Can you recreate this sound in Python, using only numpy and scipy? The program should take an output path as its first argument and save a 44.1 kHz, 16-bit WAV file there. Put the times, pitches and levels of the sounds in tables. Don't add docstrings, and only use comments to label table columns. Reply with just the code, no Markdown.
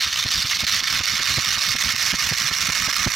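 import sys
import numpy as np
from scipy import signal
from scipy.fft import rfft, irfft, next_fast_len
from scipy.io import wavfile
from scipy.ndimage import uniform_filter1d

SR = 44100
rng = np.random.default_rng(int(sys.argv[2]) if len(sys.argv) > 2 else 0)


def store_wav(level_fs):
    pcm = np.round(np.clip(np.atleast_2d(level_fs), -1, 1) * 32767)
    wavfile.write(sys.argv[1], SR, pcm.T.astype(np.int16))


N = 138915
T = np.arange(N) / SR


def from_db(db):
    return 10 ** (np.asarray(db) / 20)


def rms_one(x):
    return x / np.sqrt(np.mean(x ** 2) + 1e-20)


def in_time(rows):
    return np.interp(T, *np.transpose(rows))


def smooth(x, width_s):
    return uniform_filter1d(x, max(int(width_s * SR), 1))


def clicks(times, sizes):
    at = np.round(times * SR).astype(int)
    inside = (at >= 0) & (at < N)
    return np.bincount(at[inside], sizes[inside], N)


def fade(x, decay_s):
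    return signal.lfilter([1], [1, -np.exp(-1 / (decay_s * SR))], x + 1e-18)


def cut(x, hz, kind, order=2):
    return signal.sosfilt(signal.butter(order, min(hz, SR / 2 - 1), kind, fs=SR, output="sos"), x)


def resonate(x, hz, width_hz):
    r = np.exp(-np.pi * width_hz / SR)
    zeros = np.array([1, 0, -1]) * (1 - r * r) / 2
    poles = [1, -2 * r * np.cos(2 * np.pi * hz / SR), r * r]
    return signal.lfilter(zeros, poles, x + 1e-18)


def colour(x, points, power=1):
    hz, db = np.transpose(points)
    size = next_fast_len(N + SR // 2)
    bins = np.maximum(np.arange(size // 2 + 1) * SR / size, 1)
    gain = from_db(power * np.interp(np.log(bins), np.log(hz), db))
    return irfft(rfft(x, size) * gain, size)[..., :N]


def swell(centre_s, width_s):
    return np.exp(-((T - centre_s) / width_s) ** 2 / 2)


# t/s, snap level/dB, puff level/dB, puff f/Hz, following flutter level/dB
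FLAPS = [(.069,-43,-45,178,-52), (.257,-32,-32,111,-39.5), (0.45,-38,-36,93,-47.5), (.634,-30,-33,110,-43),
         (0.822,-41,-66,110,-35.5), (1.006,-32,-34,88.5,-37), (1.2,-33,-53,106,-37.5),
         (1.382,-25.5,-28,88,-41), (1.572,-35,-48,121,-38), (1.7505,-32,-50,133,-35.5),
         (1.943,-38,-43,114,-42.5), (2.136,-27,-32,127,-37), (2.3209,-26.5,-27.5,120,-40),
         (2.511,-31,-40,118,-38), (2.694,-29,-31.5,120,-38.5), (2.882,-27.5,-38,123,-37),
         (3.0696,-21,-23.5,135,-40)]


def each_beat(delay_s, width_s):
    return sum(swell(at + delay_s, width_s) for at, *_ in FLAPS)


# t/s of the catch, length/s, loss level/dB (negative is a gain)
SLACKS = [(0.156,0.065,5), (0.224,0.012,3), (0.303,0.026,4), (0.498,.018,11), (0.591,0.019,6),
          (0.667,0.02,12.5), (0.867,0.022,1), (1.035,0.035,4), (1.066,0.015,6.5), (1.448,0.012,-1.5),
          (1.784,0.021,8.5), (2.186,0.025,6), (2.72,0.015,5), (2.927,0.016,8), (3.137,0.012,7)]
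# t/s, level/dB
DRIVE = [(0, -0.5), (.35, -.5), (.9, 0), (1.6, 0.87), (2.4, 1), (3.15, 0.83)]
# t/s, level/dB
CLACKS = [(0.4258,-7.5), (0.4948,-10), (0.6056,-8), (0.6432,-10.5), (0.6808,-19), (0.8761,-5),
          (0.8842,-5.5), (1.057,-6.5), (1.3409,-9), (1.45,-4), (1.5418,-12.5), (1.6271,-13), (1.7177,-6.5),
          (1.7636,-6.5), (1.7918,-9), (1.9245,-3), (1.9628,-4), (1.9977,-10), (2.029,-5.5), (2.119,-5),
          (2.1956,-5.5), (2.2917,-5), (2.7226,-6), (2.822,-8), (2.9329,-3.5), (2.943,-2), (2.972,-3.5),
          (3.0307,-5), (3.12,-3)]
COAST_LEAD_S, COAST_END_S, COAST_EDGE_S, COAST_LOSS_DB = 0.012, 0.051, 0.018, 3
SLACK_EDGE_S = .002
EASE_DELAY_S, EASE_WIDTH_S, EASE_LOSS_DB = .127, .005, 1.5
REBOUND_DELAY_S, REBOUND_WIDTH_S, REBOUND_DB = 0.01, 0.0058, 3.5
BURST_MEDIAN_GAP_S, BURST_JITTER, BURST_DECAY_S, BURST_SPREAD_DB, WHIR_SHARE = 1 / 150, .33, 0.0035, 5, 1
CATCH_DB, CATCH_DECAY_S = -7, .004
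CLACK_DB, CLACK_DECAY_S, CLACK_LEAD_S = 16.5, 0.0015, 0.00095


def gear_load():
    coasting = sum(1.0 * ((T > at - COAST_LEAD_S) & (T < at + COAST_END_S)) for at, *_ in FLAPS)
    coast_db = COAST_LOSS_DB * smooth(coasting, COAST_EDGE_S)
    slack_db = sum(loss * np.sqrt(np.clip((T - end) / length + 1, 0, 1)) * (T < end)
                   for end, length, loss in SLACKS)
    slack_db = smooth(slack_db, SLACK_EDGE_S)
    ease_db = EASE_LOSS_DB * each_beat(EASE_DELAY_S, EASE_WIDTH_S)
    rebound_db = REBOUND_DB * each_beat(REBOUND_DELAY_S, REBOUND_WIDTH_S)
    return from_db(in_time(DRIVE) - coast_db - slack_db - ease_db + rebound_db)


def gear_force():
    chance = rng.standard_normal(size=(1500, 2))
    times = np.cumsum(np.exp(BURST_JITTER * chance[:, 0])) * BURST_MEDIAN_GAP_S
    sizes = from_db(BURST_SPREAD_DB * np.minimum(chance[:, 1], 2))
    bursts = rms_one(fade(clicks(times, sizes), BURST_DECAY_S))
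    clack_s, clack_db = np.transpose(CLACKS)
    clacks = fade(clicks(clack_s - CLACK_LEAD_S, from_db(clack_db + CLACK_DB)), CLACK_DECAY_S)
    ends, _, loss_db = np.transpose(SLACKS)
    catches = fade(clicks(ends, from_db(loss_db + CATCH_DB)), CATCH_DECAY_S)
    power = (gear_load() * rms_one(bursts + WHIR_SHARE)) ** 2 + catches ** 2 + clacks ** 2
    return np.sqrt(uniform_filter1d(power, size=40))


LEAST_CONTACTS_PER_S, CONTACT_SPREAD_DB = 3500, 3


def tooth_contacts(force):
    crowding = np.maximum(force, 1)
    hits = (rng.random(N) < LEAST_CONTACTS_PER_S * crowding / SR) / np.sqrt(crowding)
    return hits * from_db(CONTACT_SPREAD_DB * np.clip(rng.standard_normal(N), -2, 2))


# f/Hz, change of level/dB
SHIFT = [(1100, 4), (1550, 2.5), (2100, 5), (2700, -3), (3600, -9.5), (4400, -8), (5500, 0.5), (7000, -1)]
WANDER_DB, WANDER_PER_S = 2.0, 36


def sway(hz):
    chance = rms_one(cut(rng.standard_normal(N + SR), WANDER_PER_S, "low")[SR:])
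    shift_db = np.interp(hz, *np.transpose(SHIFT)) * np.linspace(-.5, .5, N)
    return from_db(shift_db + WANDER_DB * chance)


FLEX_SHARE, FLEX_PER_S = .022, 12


def flexing_mode(x, hz, width_hz):
    flex = rms_one(cut(rng.standard_normal(N + SR), FLEX_PER_S, "low")[SR:])
    turn = np.exp(2j * np.pi * np.cumsum(hz * (1 + FLEX_SHARE * flex)) / SR)
    r = np.exp(-np.pi * width_hz / SR)
    return np.real(turn * signal.lfilter([1 - r], [1, -r], x / turn + 1e-18))


# f/Hz, bandwidth/Hz, level/dB
SHELL = [(1118, 110, -3.5), (1255, 70, -0.5), (1596, 340, -6), (1833, 260, -2.5), (2175, 220, 0),
         (2430, 180, -1.5), (2913, 283, -2), (3588, 237, -0.5), (3740, 250, -4.5), (4342, 290, 2),
         (5200, 390, -2), (5525, 210, 1), (6045, 182, 2.5), (6830, 200, -3.5)]
# t/s, level/dB
LOW_MODES = [(0,1.5), (.3,-1), (.5,-1), (1.15,1), (1.6,-1), (3.15,-1.5)]
# t/s, level/dB
BUMPS = [(.531,6), (.878,8.5), (1.887,2), (3.039,-1)]
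BUMP_WIDTH_S, LOW_MODES_HZ = 0.0036, 2600
SHELL_LOW_HZ, SHELL_TOP_HZ = 970, 6870
SHADE_FULL_HZ = 7000


def shell_modes(force, contacts, shade_db):
    bumps = sum(from_db(db) * swell(at, BUMP_WIDTH_S) for at, db in BUMPS)
    low_force = np.hypot(force * from_db(in_time(LOW_MODES)), bumps)
    shell = np.zeros(N)
    for hz, width_hz, db in SHELL:
        gain = from_db(db - shade_db * hz / SHADE_FULL_HZ) * sway(hz)
        mode_force = low_force if hz < LOW_MODES_HZ else force
        strikes = mode_force * contacts * rng.standard_normal(N)
        shell += gain * flexing_mode(strikes, hz, width_hz)
    shell = cut(shell, SHELL_LOW_HZ, "high", order=5)
    return rms_one(cut(shell, SHELL_TOP_HZ, "low", order=6))


# f/Hz, level/dB
TICKS = [(300, -18), (600, 4), (1200, 0.5), (5000, -17), (7500, 7.5), (8700, 4.5), (10200, 0), (12400, 5),
         (14000, 0), (16000, -3.5)]
# f/Hz, side level/dB
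SPREAD = [(300, -21), (7000, -9), (8000, -5), (11000, -6.5), (11900, -11), (16000, -14)]
# t/s, level/dB
TICKS_LEVEL = [(0, 1), (1.2, 1), (3.15, 1)]
TICKS_FOLLOW = 1.24


def contact_ticks(force, contacts, shade_db):
    grit = np.sqrt(fade(contacts ** 2, decay_s=0.00057)) * force ** TICKS_FOLLOW
    mid, side = colour(grit * rng.standard_normal((2, N)), TICKS)
    stereo = rms_one(mid + colour(side, SPREAD) * [[1], [-1]])
    return stereo * from_db(in_time(TICKS_LEVEL) - shade_db)


SHELL_DB, TICKS_DB = -21.5, -35.5
SHADE_LOSS_DB, SHADE_WIDTH_S = 8.5, 0.0087


def gears():
    force = gear_force()
    contacts = tooth_contacts(force)
    shade_db = SHADE_LOSS_DB * each_beat(0, SHADE_WIDTH_S)
    shell = shell_modes(force, contacts, shade_db)
    ticks = contact_ticks(force, contacts, shade_db)
    return from_db(SHELL_DB) * shell + from_db(TICKS_DB) * ticks


PUFF_GLIDE_S = 0.01


def glide(t):
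    return PUFF_GLIDE_S * (1 - np.exp(np.minimum(-t / PUFF_GLIDE_S, 2)))


# f/Hz, level/dB
AIR = [(20, -10), (40, -2), (88, 2), (125, -1), (210, -4), (300, -13), (450, -21), (900, -32), (2000, -60)]
SNAP_LAG_S, SNAP_DB = 0.00294, 33.5
SNAP_HZ, SNAP_WIDTH_HZ, SNAP_TOP_HZ = 474, 890, 1300
PUFF_DB, PUFF_WIDTH_S = 7.5, 0.0044
FLUTTER_DELAY_S, FLUTTER_WIDTH_S = 0.12, 0.022
WAKE_DELAY_S, WAKE_WIDTH_S, WAKE_DB = 0.0053, 0.0071, -4.5
STIR_DB = -49.5


def wings():
    s, snap_db, *_ = np.transpose(FLAPS)
    jerks = clicks(s + SNAP_LAG_S, from_db(snap_db + SNAP_DB))
    snaps = cut(resonate(jerks, SNAP_HZ, SNAP_WIDTH_HZ), SNAP_TOP_HZ, "low")
    puffs, ripple = np.zeros(N), np.zeros(N)
    for at, db, puff_db, hz, flutter_db in FLAPS:
        tone = np.cos(2 * np.pi * hz * glide(T - at))
        puffs += from_db(puff_db + PUFF_DB) * swell(at, PUFF_WIDTH_S) * tone
        ripple += from_db(flutter_db) * swell(at + FLUTTER_DELAY_S, FLUTTER_WIDTH_S)
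        ripple += from_db(db + WAKE_DB) * swell(at + WAKE_DELAY_S, WAKE_WIDTH_S)
    air = rms_one(colour(rng.standard_normal(N), AIR))
    return (ripple + from_db(STIR_DB)) * air - snaps - puffs


SHUDDER_DB, SHUDDER_WIDTH_S, SHUDDER_HZ, SHUDDER_WIDTH_HZ = -9, 0.005, 227, 120


def shudder():
    film = resonate(rng.standard_normal(N), SHUDDER_HZ, SHUDDER_WIDTH_HZ)
    film = rms_one(cut(film, SNAP_TOP_HZ, "low"))
    return film * sum(from_db(db + SHUDDER_DB) * swell(at, SHUDDER_WIDTH_S) for at, db, *_ in FLAPS)


ROOM_T60_S, ROOM_DB = .09, -13


def room(x):
    t = T[:SR // 2]
    tail = rng.standard_normal(len(t)) * from_db(-60 * t / ROOM_T60_S)
    tail = tail[None] / np.linalg.norm(tail)
    return x + from_db(ROOM_DB) * signal.fftconvolve(x, tail, axes=1)[:, :N]


# f/Hz, level/dB
PAN = [(30, -7), (90, 2.5), (140, -4), (230, -4.5), (400, -5), (700, -2.5), (1300, -3), (1600, -5),
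       (2400, -6), (3300, -5.5), (8000, -6), (12000, -3.5), (16000, -3.5)]
# t/s, level/dB
TURN = [(0, 4.5), (.6, 3), (1.35, 0.8), (2.2, 1), (3.15, -0.5)]


def scene():
    left, right = room(gears()) + cut(wings() + shudder(), 25, "high")
    lean = from_db(in_time(TURN) / 2)
    return np.array([colour(left, PAN, power=0.7) * lean, colour(right, PAN, power=-0.6) / lean])


CUTOFF_HZ = 15850


def record(dry, limit_db=-14.5, window_s=0.00083, release_db_per_s=500):
    level_db = 10 * np.log10(smooth(np.max(dry ** 2, axis=0), window_s) + 1e-12)
    fall = release_db_per_s * T
    over_db = np.maximum.accumulate(np.maximum(level_db - limit_db, 0) + fall) - fall
    low_pass = signal.ellip(10, .05, 60, CUTOFF_HZ, fs=SR, output="sos")
    return signal.sosfilt(low_pass, dry * from_db(-over_db))


dry = scene()
out = record(dry)
store_wav(out)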